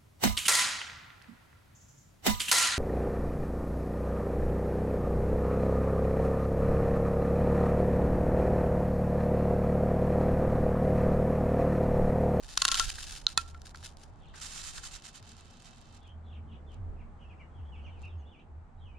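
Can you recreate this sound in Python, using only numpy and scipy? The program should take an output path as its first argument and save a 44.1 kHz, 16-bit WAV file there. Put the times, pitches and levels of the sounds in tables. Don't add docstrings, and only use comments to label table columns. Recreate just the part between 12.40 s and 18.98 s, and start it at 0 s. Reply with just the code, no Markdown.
import sys
import numpy as np
from scipy import signal
from scipy.fft import rfft, irfft, next_fast_len
from scipy.io import wavfile
from scipy.ndimage import uniform_filter1d

SR = 44100
rng = np.random.default_rng(int(sys.argv[2]) if len(sys.argv) > 2 else 0)


def to_wav(s):
    ch = np.atleast_2d(s).T
    pcm = np.round(np.clip(ch, -1, 1) * 32767)
    wavfile.write(sys.argv[1], SR, pcm.astype(np.int16))


N = 290396
TIME = np.arange(N) / SR

# pitch in Hz, relative level in dB, t60 in seconds.
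RECEIVER_MODES = [(1080, -13, 0.066), (1440, -21.5, .015), (2240, -30.5, .025), (2852, -17.5, 0.013),
                  (3810, -6.5, 0.015), (4430, -6, .012), (4290, -5, 0.017), (4900, -7.5, 0.014),
                  (5670, -20.5, 0.036), (6450, -14, .010), (6530, -19.5, 0.01), (7674, -28, 0.012),
                  (10200, -18.5, 0.011)]
# frequency in Hz, relative density in dB per Hz.
RASP_COLOUR = [(290, -53.5), (500, -21), (800, -12.5), (1150, -12), (1600, -1.5), (2000, -7), (3200, -4.5),
               (5000, -0.5), (7400, -4), (8100, -10.5), (10000, -6.5), (11300, -19.5), (14000, -21),
               (16000, -40.5)]
# frequency in Hz, correlation from 0 to 1.
GUN_LIKENESS = [(500, 1), (1400, 0.38), (3200, 0.86), (5000, 0.27), (7000, 0.17), (10000, 0.033)]
# frequency in Hz, correlation from 0 to 1.
AIR_LIKENESS = [(30, .4), (80, 0.72), (250, 0.87), (700, 0.38), (1500, 0.14), (4000, 0.28), (10000, 0.033)]


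def from_db(db):
    return 10 ** (np.asarray(db) / 20)


def left_right(db):
    return from_db(db * np.array([[.5], [-.5]]))


def rms_one(x):
    return x / np.sqrt(np.mean(x ** 2) + 1e-20)


def at_hz(points, hz):
    f, value = np.transpose(points)
    return np.interp(np.log(hz + 1), np.log(f), value)


def level(curve):
    return from_db(np.interp(TIME, *np.transpose(curve)))


def drift(rate):
    knots = rng.standard_normal(N // 8)
    return rms_one(np.interp(TIME * rate, np.arange(len(knots)), knots))


def unsteady(depth_db, per_s):
    return from_db(depth_db * drift(per_s))


def add(out, s, sound):
    i = max(int(round(s * SR)), 0)
    out[..., i:i + sound.shape[-1]] += sound[..., :max(N - i, 0)]


def colour(x, spectrum):
    size = 2 ** 13
    gain = rms_one(from_db(at_hz(spectrum, np.arange(size // 2 + 1) * SR / size)))
    cepstrum = irfft(np.log(gain))
    cepstrum[1:size // 2] *= 2
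    cepstrum[size // 2 + 1:] = 0
    impulse = irfft(np.exp(rfft(cepstrum)))
    return signal.oaconvolve(x, impulse[None], axes=-1)[:, :N]


def stereo(pair, likeness):
    size = next_fast_len(N)
    mid, side = rfft(pair, size)
    alike = np.clip(at_hz(likeness, np.arange(len(mid)) * SR / size), -.99, .99)
    common = np.sqrt((1 + alike) / 2) * mid
    opposed = np.sqrt((1 - alike) / 2) * side * [[1], [-1]]
    return irfft(common + opposed, size)[:, :N]


def noise(likeness):
    return stereo(rng.standard_normal((2, N)), likeness)


def narrow(hz, width_hz):
    band = signal.butter(2, [hz - width_hz, hz + width_hz], "band", fs=SR, output="sos")
    return rms_one(signal.sosfilt(band, rng.standard_normal(N + SR))[SR:])


def scatter(x, t60, top_hz):
    t = TIME[:SR]
    tail = rng.standard_normal((2, SR)) * from_db(-60 * t / t60) * (1 - np.exp(-t / .008))
    tail = signal.sosfilt(signal.butter(1, top_hz, fs=SR, output="sos"), tail)
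    return signal.oaconvolve(x, rms_one(tail) / np.sqrt(SR), axes=-1)[:, :N]


def wind(gain_db, pan_db):
    # frequency in Hz, relative density in dB per Hz.
    eddy_colour = [(15, 6), (28, 17.5), (40, 16), (50, 11.5), (62, -3), (100, -4), (200, -23), (500, -47),
                   (4000, -74.5)]
    # time in seconds, level in dB before the wind gain.
    gusts = [(0.0, -52), (0.29, -47), (0.48, -38), (0.51, -48.5), (1.52, -57), (2.56, -50), (2.58, -62.5),
             (4.21, -56.5), (4.49, -44), (4.95, -57.5), (5.66, -51.5), (5.83, -63), (6.52, -52.5),
             (6.58, -58)]
    eddies = colour(noise(AIR_LIKENESS), eddy_colour)
    eddies = eddies / np.sqrt(uniform_filter1d(np.mean(eddies ** 2, axis=0), size=SR // 8))
    strength = level(gusts) * unsteady(depth_db=-0.5, per_s=13)
    return from_db(gain_db) * left_right(pan_db) * strength * eddies


def drone(gain_db, side_db):
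    # time in seconds, level in dB before the drone gain.
    swell = [(0.0, -75), (0.64, -52), (0.84, -72), (1.04, -50), (2.77, -68.5), (2.82, -52.5), (3.3, -74.5),
             (3.68, -49.5), (4.45, -43), (4.58, -51.5), (5.13, -55), (5.24, -39), (5.54, -48.5),
             (5.81, -40.5), (5.96, -64.5), (6.23, -44.5), (6.27, -61.5), (6.58, -45.5)]
    centre_hz, wander_hz = 77.9, 7.1
    pitch = centre_hz + wander_hz * drift(30)
    tone = np.sqrt(2) * np.sin(2 * np.pi * np.cumsum(pitch) / SR)
    throb = from_db(5 * np.tanh(drift(17)) - 1.5)
    flutter = from_db(side_db) * narrow(centre_hz, 15) * np.array([[1], [-1]])
    return from_db(gain_db) * level(swell) * throb * (tone + flutter)


def outdoors(rush_db, rumble_db):
    # frequency in Hz, relative density in dB per Hz.
    rush_colour, rumble_colour = [(76, -30.5), (130, 4.5), (198, -4), (402, -15.5), (462, -16), (812, -6),
                                  (974, -11), (1240, -13), (2460, -27.5), (2670, -30.5), (5390, -41),
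                                  (7750, -39), (9290, -44), (10300, -77), (16000, -68.5)], [(70, -20.5), (140, -1), (260, -3), (430, -2.5),
                                                      (700, -12), (1500, -39.5), (4000, -70)]
    # time in seconds, level in dB before the layer's gain.
    rush_curve, rumble_curve = [(1.1, -64.5), (1.88, -64), (2.15, -65.5), (3.27, -66), (4.32, -64.5),
                                (5.6, -63.5), (6.0, -67.5), (6.58, -67)], [(1.15, -66), (3.75, -68.5), (4.07, -62.5), (4.55, -56.5),
                                              (4.66, -64.5), (5.99, -63), (6.31, -70), (6.58, -64.5)]
    # time in seconds, level in dB.
    hum_curve = [(1.7, -76.5), (2.77, -73.5), (2.81, -65), (3.59, -64.5), (3.62, -75), (4.15, -55),
                 (4.25, -77), (4.35, -61), (6.58, -73.5)]
    # centre in Hz, half-width in Hz, dB relative to the hum level.
    hum_bands = [(103, 22, 2), (170, 15, -7), (228, 12, -2)]
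    rush = from_db(rush_db) * level(rush_curve) * colour(noise(AIR_LIKENESS), rush_colour)
    hum = level(hum_curve) * sum(from_db(db) * narrow(hz, width) for hz, width, db in hum_bands)
    rumble = from_db(rumble_db) * level(rumble_curve) * colour(noise(AIR_LIKENESS), rumble_colour)
    return rush + hum + rumble


def body(x):
    # centre in Hz, width in Hz, boost in dB.
    resonances = [(1290, 320, 4), (2650, 67, 7.5), (3073, 150, 6), (3700, 280, 3.5), (3940, 150, 2),
                  (4430, 380, 2), (5600, 300, 1), (6560, 320, 1.5), (7440, 330, 4.5), (8780, 490, 5.5)]
    for hz, width_hz, db in resonances:
        band = signal.lfilter(*signal.iirpeak(hz, hz / width_hz, fs=SR), x)
        x = x + (from_db(db) - 1) * band
    return x


def friction(spectrum, likeness, slips_per_s, size_db, judder_db, judder_hz, hiss_db):
    sizes_db = np.minimum(size_db * rng.exponential(1, N), 17)
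    sizes = from_db(sizes_db) * (rng.random(N) < slips_per_s / SR)
    slips = stereo(rms_one(sizes * rng.choice([-1, 1], (2, N))), likeness)
    hiss = from_db(hiss_db) * noise(likeness)
    force = (slips + hiss) * unsteady(judder_db, judder_hz)
    return rms_one(body(colour(force, spectrum)))


def snags(spectrum, likeness, per_s, size_db):
    decay_s = .0015
    sizes_db = np.minimum(size_db * rng.exponential(1, N), 6)
    clicks = from_db(sizes_db) * (rng.random(N) < per_s / SR)
    bursts = signal.lfilter([1], [1, -np.exp(-1 / (decay_s * SR))], clicks + 1e-18)
    return rms_one(body(colour(bursts * noise(likeness), spectrum)))


def strokes(rows, attack_s, release_s):
    power = 0
    for s, hold, db in rows:
        outside = np.maximum(s - TIME, 0) / attack_s + np.maximum(TIME - s - hold, 0) / release_s
        power = power + from_db(db - 20 * np.minimum(outside, 10)) ** 2
    return np.sqrt(power)


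def rasp(gain_db, pan_db):
    # time in seconds, level in dB before the rasp gain.
    lever_curve = [(0, -60), (.16, -53), (.2, -42), (.335, -41), (.41, -32), (.45, -44), (.67, -51.5),
                   (.73, -51.5), (.85, -68)]
    # start in seconds, hold in seconds, level in dB before the gain.
    slides = [(.584, 0.032, -54.5), (.708, .035, -53.5), (.77, .02, -54.5), (.885, 0.0083, -51.5),
              (.985, 0.012, -46.5), (1.05, 0.036, -58.5), (1.1, 0.13, -72), (1.255, .02, -59),
              (1.355, 0.055, -62), (1.447, 0.0093, -45), (1.58, 0.067, -66.5), (1.636, 0.0072, -63.5)]
    grain = friction(RASP_COLOUR, GUN_LIKENESS, slips_per_s=9000, size_db=3.5,
                     judder_db=3.0, judder_hz=192.8, hiss_db=-6.5)
    grit = from_db(-6) * snags(RASP_COLOUR, GUN_LIKENESS, per_s=120, size_db=3)
    lever = level(lever_curve) * (TIME < lever_curve[-1][0])
    sliding = strokes(slides, attack_s=.018, release_s=0.059)
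    pressure = (lever + sliding) * unsteady(depth_db=2.55, per_s=54)
    return from_db(gain_db) * left_right(pan_db) * pressure * (grain + grit)


def ringing(modes, vary_db, skew):
    contact_s = .0001
    t, out = TIME[:SR // 4], 0
    for k, (hz, db, t60) in enumerate(modes):
        strength, phase = rng.standard_normal(2)
        apart = skew * phase * (hz / 7200) ** 2 * np.array([[1], [-1]])
        decay = from_db(db + vary_db * strength - 60 * t / t60)
        out = out + (-1) ** k * decay * np.sin(2 * np.pi * hz * t + apart)
    return out * (1 - np.exp(-t / contact_s))


def blows(rows, modes, spectrum, ring_db, chatter_db, barrel_pan_db):
    # pitch in Hz, relative level in dB, t60 in seconds.
    barrel_modes = [(1360, 0, .085), (1432, -11, .05), (1352, -25, .45)]
    rings, contact, t = np.zeros((2, N)), np.zeros(N), TIME[:SR // 4]
    for s, db, t60, barrel_db in rows:
        part = ringing(modes, vary_db=1.5, skew=.6)
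        tube = ringing(barrel_modes, vary_db=.5, skew=.6)
        add(contact, s, from_db(db + chatter_db - 60 * t / t60))
        add(rings, s, from_db(db + ring_db) * part)
        add(rings, s, from_db(barrel_db) * left_right(barrel_pan_db) * tube)
    return rings + colour(contact * noise(GUN_LIKENESS), spectrum)


def ticks():
    # time in seconds, level in dB before the ring and chatter gains.
    taps = [(0.0346, -33.5), (0.4543, -31), (.6135, -40), (.709, -30), (0.729, -52), (0.781, -44),
            (.9015, -36), (0.919, -38), (1.2176, -37), (1.2588, -39), (1.2685, -34), (1.2934, -40),
            (1.3581, -35.5), (1.3728, -37.5), (1.5703, -41), (1.636, -40.5), (2.381, -28.5), (2.622, -39),
            (2.827, -40), (3.629, -60), (3.678, -56.5)]
    light = [(s, db, .009, db - 30) for s, db in taps]
    return blows(light, RECEIVER_MODES, RASP_COLOUR, ring_db=-19, chatter_db=-6, barrel_pan_db=0)


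def knocks():
    # time in seconds, level in dB before the gains, chatter t60 in seconds, barrel ring in dB.
    bumps = [(.1322, -38.5, 0.0037, -66), (.5835, -30, 0.025, -66), (.591, -55, 0.01, -71),
             (1.146, -42.5, 0.024, -45.5), (1.346, -37, 0.024, -51), (1.428, -39.5, 0.013, -71),
             (1.939, -47.5, 0.36, -68), (2.376, -39.5, 0.07, -60), (2.4366, -32, 0.0052, -52)]
    # frequency in Hz, relative density in dB per Hz.
    spectrum = [(100, -18), (400, -16.5), (900, -3), (1600, 11.5), (2500, -3.5), (4800, -5), (8000, -18.5),
                (15000, -32.5)]
    return blows(bumps, RECEIVER_MODES, spectrum, ring_db=-21, chatter_db=-4.5, barrel_pan_db=-1.0)


def ratchet():
    # drop in seconds, its level in dB before the gains, rebound delay in seconds,
    # rebound level in dB before the gains, barrel ring in dB.
    teeth = [(0.1741, -18, 0.0014, -15, -42), (0.2186, -16.5, 0.0019, -16, -39),
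             (0.2511, -11.5, 0.0013, -19.5, -47), (0.2802, -16, 0.0056, -15, -31.5),
             (.3160, -14, .0045, -20.5, -32), (0.3436, -17.5, 0.0098, -19, -34),
             (0.3969, -11.5, .0052, -37, -24.5)]
    # frequency in Hz, relative density in dB per Hz.
    spectrum = [(180, -59), (300, -14.5), (433, -28), (915, -12), (994, -10.5), (1360, 0.5), (2210, -10),
                (3190, 0), (5430, -4), (7320, -3), (8360, -11), (9880, -8.5), (16000, -47)]
    drop_t60_s, rebound_t60_s = 0.019, 0.012
    drops = [(s, db, drop_t60_s, -np.inf) for s, db, *_ in teeth]
    rebounds = [(s + after, db, rebound_t60_s, barrel_db) for s, _, after, db, barrel_db in teeth]
    return blows(drops + rebounds, RECEIVER_MODES, spectrum, ring_db=-7.5, chatter_db=-3.0, barrel_pan_db=11.5)


def catch():
    # time in seconds, level in dB before the gains, chatter t60 in seconds, barrel ring in dB.
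    trips = [(.8670, -6, .007, -41)]
    # pitch in Hz, relative level in dB, t60 in seconds.
    modes = [(2900, -17, .008), (3480, -9, .005), (3860, -2, .007), (4190, -3, .008), (5700, -21, .007),
             (6450, -18, .007)]
    # frequency in Hz, relative density in dB per Hz.
    spectrum = [(150, -46.5), (600, -22.5), (1400, -6), (2300, -23), (3300, -9.5), (4100, 13.5),
                (4700, -4.5), (6600, -30.5), (8500, -38.5), (15000, -39.5)]
    return blows(trips, modes, spectrum, ring_db=2.5, chatter_db=-7, barrel_pan_db=-1.5)


def snap():
    # time in seconds, level in dB before the gains, chatter t60 in seconds, barrel ring in dB.
    closings = [(.9745, -36, .006, -58), (.9759, -9, .007, -27)]
    # pitch in Hz, relative level in dB, t60 in seconds.
    modes = [(860, -8.5, 0.0059), (1050, -5, 0.01), (1800, -16, 0.033), (2010, -16, 0.017),
             (2540, -16, 0.056), (2950, -6, 0.004), (3490, -13, 0.029), (4015, -4.5, 0.015),
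             (4490, -6.5, 0.011), (5480, -8.5, .008), (6000, -16, 0.02), (6300, -7.5, 0.0027),
             (7320, -9.5, 0.0039), (8600, -25.5, 0.00498)]
    # frequency in Hz, relative density in dB per Hz.
    spectrum = [(60, -27), (150, -9), (400, -16), (650, -23.5), (900, -18.5), (1500, -11), (2500, -20.5),
                (4100, -6), (5200, -25), (7450, -3.5), (8300, -30), (9400, -5), (11000, -43),
                (16000, -38.5)]
    return blows(closings, modes, spectrum, ring_db=-1.5, chatter_db=1.0, barrel_pan_db=-14.5)


def yard(x):
    # delay in seconds, level in dB relative to the direct sound.
    echoes = [(.0147, -27), (.0245, -33.5), (.036, -35.5)]
    out = x + from_db(-30) * scatter(x, t60=.28, top_hz=3000)
    for k, (delay, db) in enumerate(echoes):
        add(out, delay, from_db(db) * x[::(-1) ** k])
    return out


def cloth(gain_db, pan_db, quiet_cut_hz, quiet_db, full_db):
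    # start in seconds, hold in seconds, level in dB before the gain.
    rubs = [(1.72, .2, -77.5), (1.96, 0.04, -56.5), (2.02, 0.041, -47.5), (2.08, 0.044, -51.5),
            (2.15, 0.055, -48), (2.24, 0.062, -47.5), (2.35, 0.034, -48.5), (2.44, 0.031, -49),
            (2.52, 0.047, -52), (2.645, 0.045, -53.5), (2.752, 0.018, -53), (2.84, 0.39, -63.5),
            (3.25, 0.307, -64), (2.885, 0.03, -59.5), (2.98, 0.018, -62), (3.26, 0.011, -58.5),
            (3.543, 0.023, -62.5), (3.58, .1, -75.5), (4.33, 0.0073, -70), (5.61, 0.041, -69.5)]
    # frequency in Hz, relative density in dB per Hz.
    spectrum = [(350, -70), (600, -16), (1100, -5), (1600, -1), (2300, -4), (3000, -4.5), (5000, 0.5),
                (7300, 1.5), (8000, -3.5), (10000, -7.5), (12000, -19), (14500, -23), (16000, -87)]
    # frequency in Hz, correlation from 0 to 1.
    likeness = [(600, 0.48), (1400, 0.0000065), (3100, 0.68), (7000, 0.036), (15000, 0)]
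    grain = friction(spectrum, likeness, slips_per_s=2800, size_db=7.5,
                     judder_db=1.5, judder_hz=129.0, hiss_db=3.0)
    dull = signal.sosfiltfilt(signal.butter(3, quiet_cut_hz, fs=SR, output="sos"), grain)
    hollow = from_db(quiet_db) * rms_one(body(dull))
    crackle = from_db(-7) * snags(spectrum, likeness, per_s=90, size_db=3)
    stroke = strokes(rubs, attack_s=0.042, release_s=0.055) * unsteady(depth_db=0.28, per_s=70)
    blend = np.clip(stroke / from_db(full_db), 0, 1)
    rub = blend * grain + (1 - blend) * hollow + crackle
    return from_db(gain_db) * left_right(pan_db) * stroke * rub


def whistle(length, hz, glide, overtone_db, warble):
    arch_octaves = 0.044
    u = np.linspace(0, 1, int(length * SR))
    arch = 4 * u * (1 - u)
    waver = np.interp(u, np.linspace(0, 1, 12), rng.standard_normal(12))
    pitch = hz * 2 ** (glide * (u - .5) + arch_octaves * (arch - 1)) * (1 + warble * waver)
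    phase = 2 * np.pi * np.cumsum(pitch) / SR
    return np.sqrt(arch) * (np.sin(phase) + from_db(overtone_db) * np.sin(2 * phase))


def birds(direct_db, trees_db, flock_db, count):
    # start in seconds, length in seconds, pitch in Hz, glide in octaves,
    # level in dB before the direct and tree gains.
    notes = [(1.825, 0.041, 3000, -0.626, -69), (1.868, 0.039, 3390, -0.72, -68),
             (3.608, 0.088, 3256, -0.38, -70), (3.678, 0.033, 3020, 0.41, -66.5),
             (3.858, 0.055, 3540, 0, -73), (3.912, 0.034, 2980, -0.58, -67), (3.95, 0.029, 2940, -0.8, -66),
             (4.072, 0.068, 2900, -0.38, -74.5), (4.113, .035, 2990, -0.56, -68),
             (4.14, 0.0253, 3230, 0.35, -71.5), (4.265, 0.084, 3130, -0.47, -71.5),
             (4.591, 0.037, 2430, -0.61, -69.5), (4.809, 0.063, 2783, -0.2, -68),
             (4.887, 0.059, 2443, -0.39, -67.5), (4.995, 0.0394, 2210, -0.175, -63.5),
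             (5.142, 0.07, 3094, -0.38, -75.5), (5.255, 0.06, 3260, 0, -74),
             (5.319, 0.051, 2670, -0.56, -64), (5.379, 0.042, 2760, -0.33, -68),
             (5.437, 0.04, 5910, -0.3, -82.5), (5.439, 0.047, 2690, -.45, -61.5),
             (5.487, 0.11, 2850, -.45, -72.5), (5.631, 0.028, 2633, -0.11, -55.5),
             (5.673, 0.075, 3310, -0.52, -74), (5.78, 0.043, 6460, -0.2, -84),
             (5.793, 0.055, 2950, -.06, -76), (5.85, 0.061, 3500, 0.048, -72.5),
             (5.91, 0.058, 2830, -0.54, -68.5), (5.983, 0.027, 2565, 0.28, -67.5),
             (6.398, 0.08, 3247, -.1, -72.5), (6.45, 0.073, 2675, -0.26, -71.5),
             (6.54, 0.06, 2540, 0.16, -71)]
    flock_hz = 3040
    lag_s, pitch_octaves, glide_octaves = .022, .13, 0.2005
    song = np.zeros((2, N))
    for s, length, hz, glide, db in notes:
        add(song, s, from_db(db) * whistle(length, hz, glide, overtone_db=-30, warble=0.032))
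        for late, aside, shift, bend in rng.uniform(-np.sqrt(3), np.sqrt(3), (count, 4)):
            other_hz = np.sqrt(hz * flock_hz) * 2 ** (pitch_octaves * shift)
            other_glide = glide + glide_octaves * bend
            note = whistle(0.97 * length, other_hz, other_glide, overtone_db=-21, warble=0.042)
            add(song, s + lag_s * late, from_db(db + flock_db) * left_right(5 * aside) * note)
    return from_db(direct_db) * song + from_db(trees_db) * scatter(song, t60=0.15, top_hz=7300)


def scene():
    air = wind(gain_db=1.06, pan_db=-4.0) + drone(gain_db=1.5, side_db=-18.5)
    air = air + outdoors(rush_db=6.0, rumble_db=-0.5)
    action = ticks() + knocks() + ratchet() + catch() + snap()
    gun = yard(rasp(gain_db=1.03, pan_db=-0.1) + action)
    shirt = cloth(gain_db=4.0, pan_db=-3.5, quiet_cut_hz=5540, quiet_db=-5.0, full_db=-51)
    flock = birds(direct_db=5.0, trees_db=-0.5, flock_db=-9.5, count=3)
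    return air + gun + shirt + flock


def record(dry):
    return signal.sosfilt(signal.ellip(10, .1, 80, 15900, fs=SR, output="sos"), dry)


dry = scene()
out = record(dry)
to_wav(out)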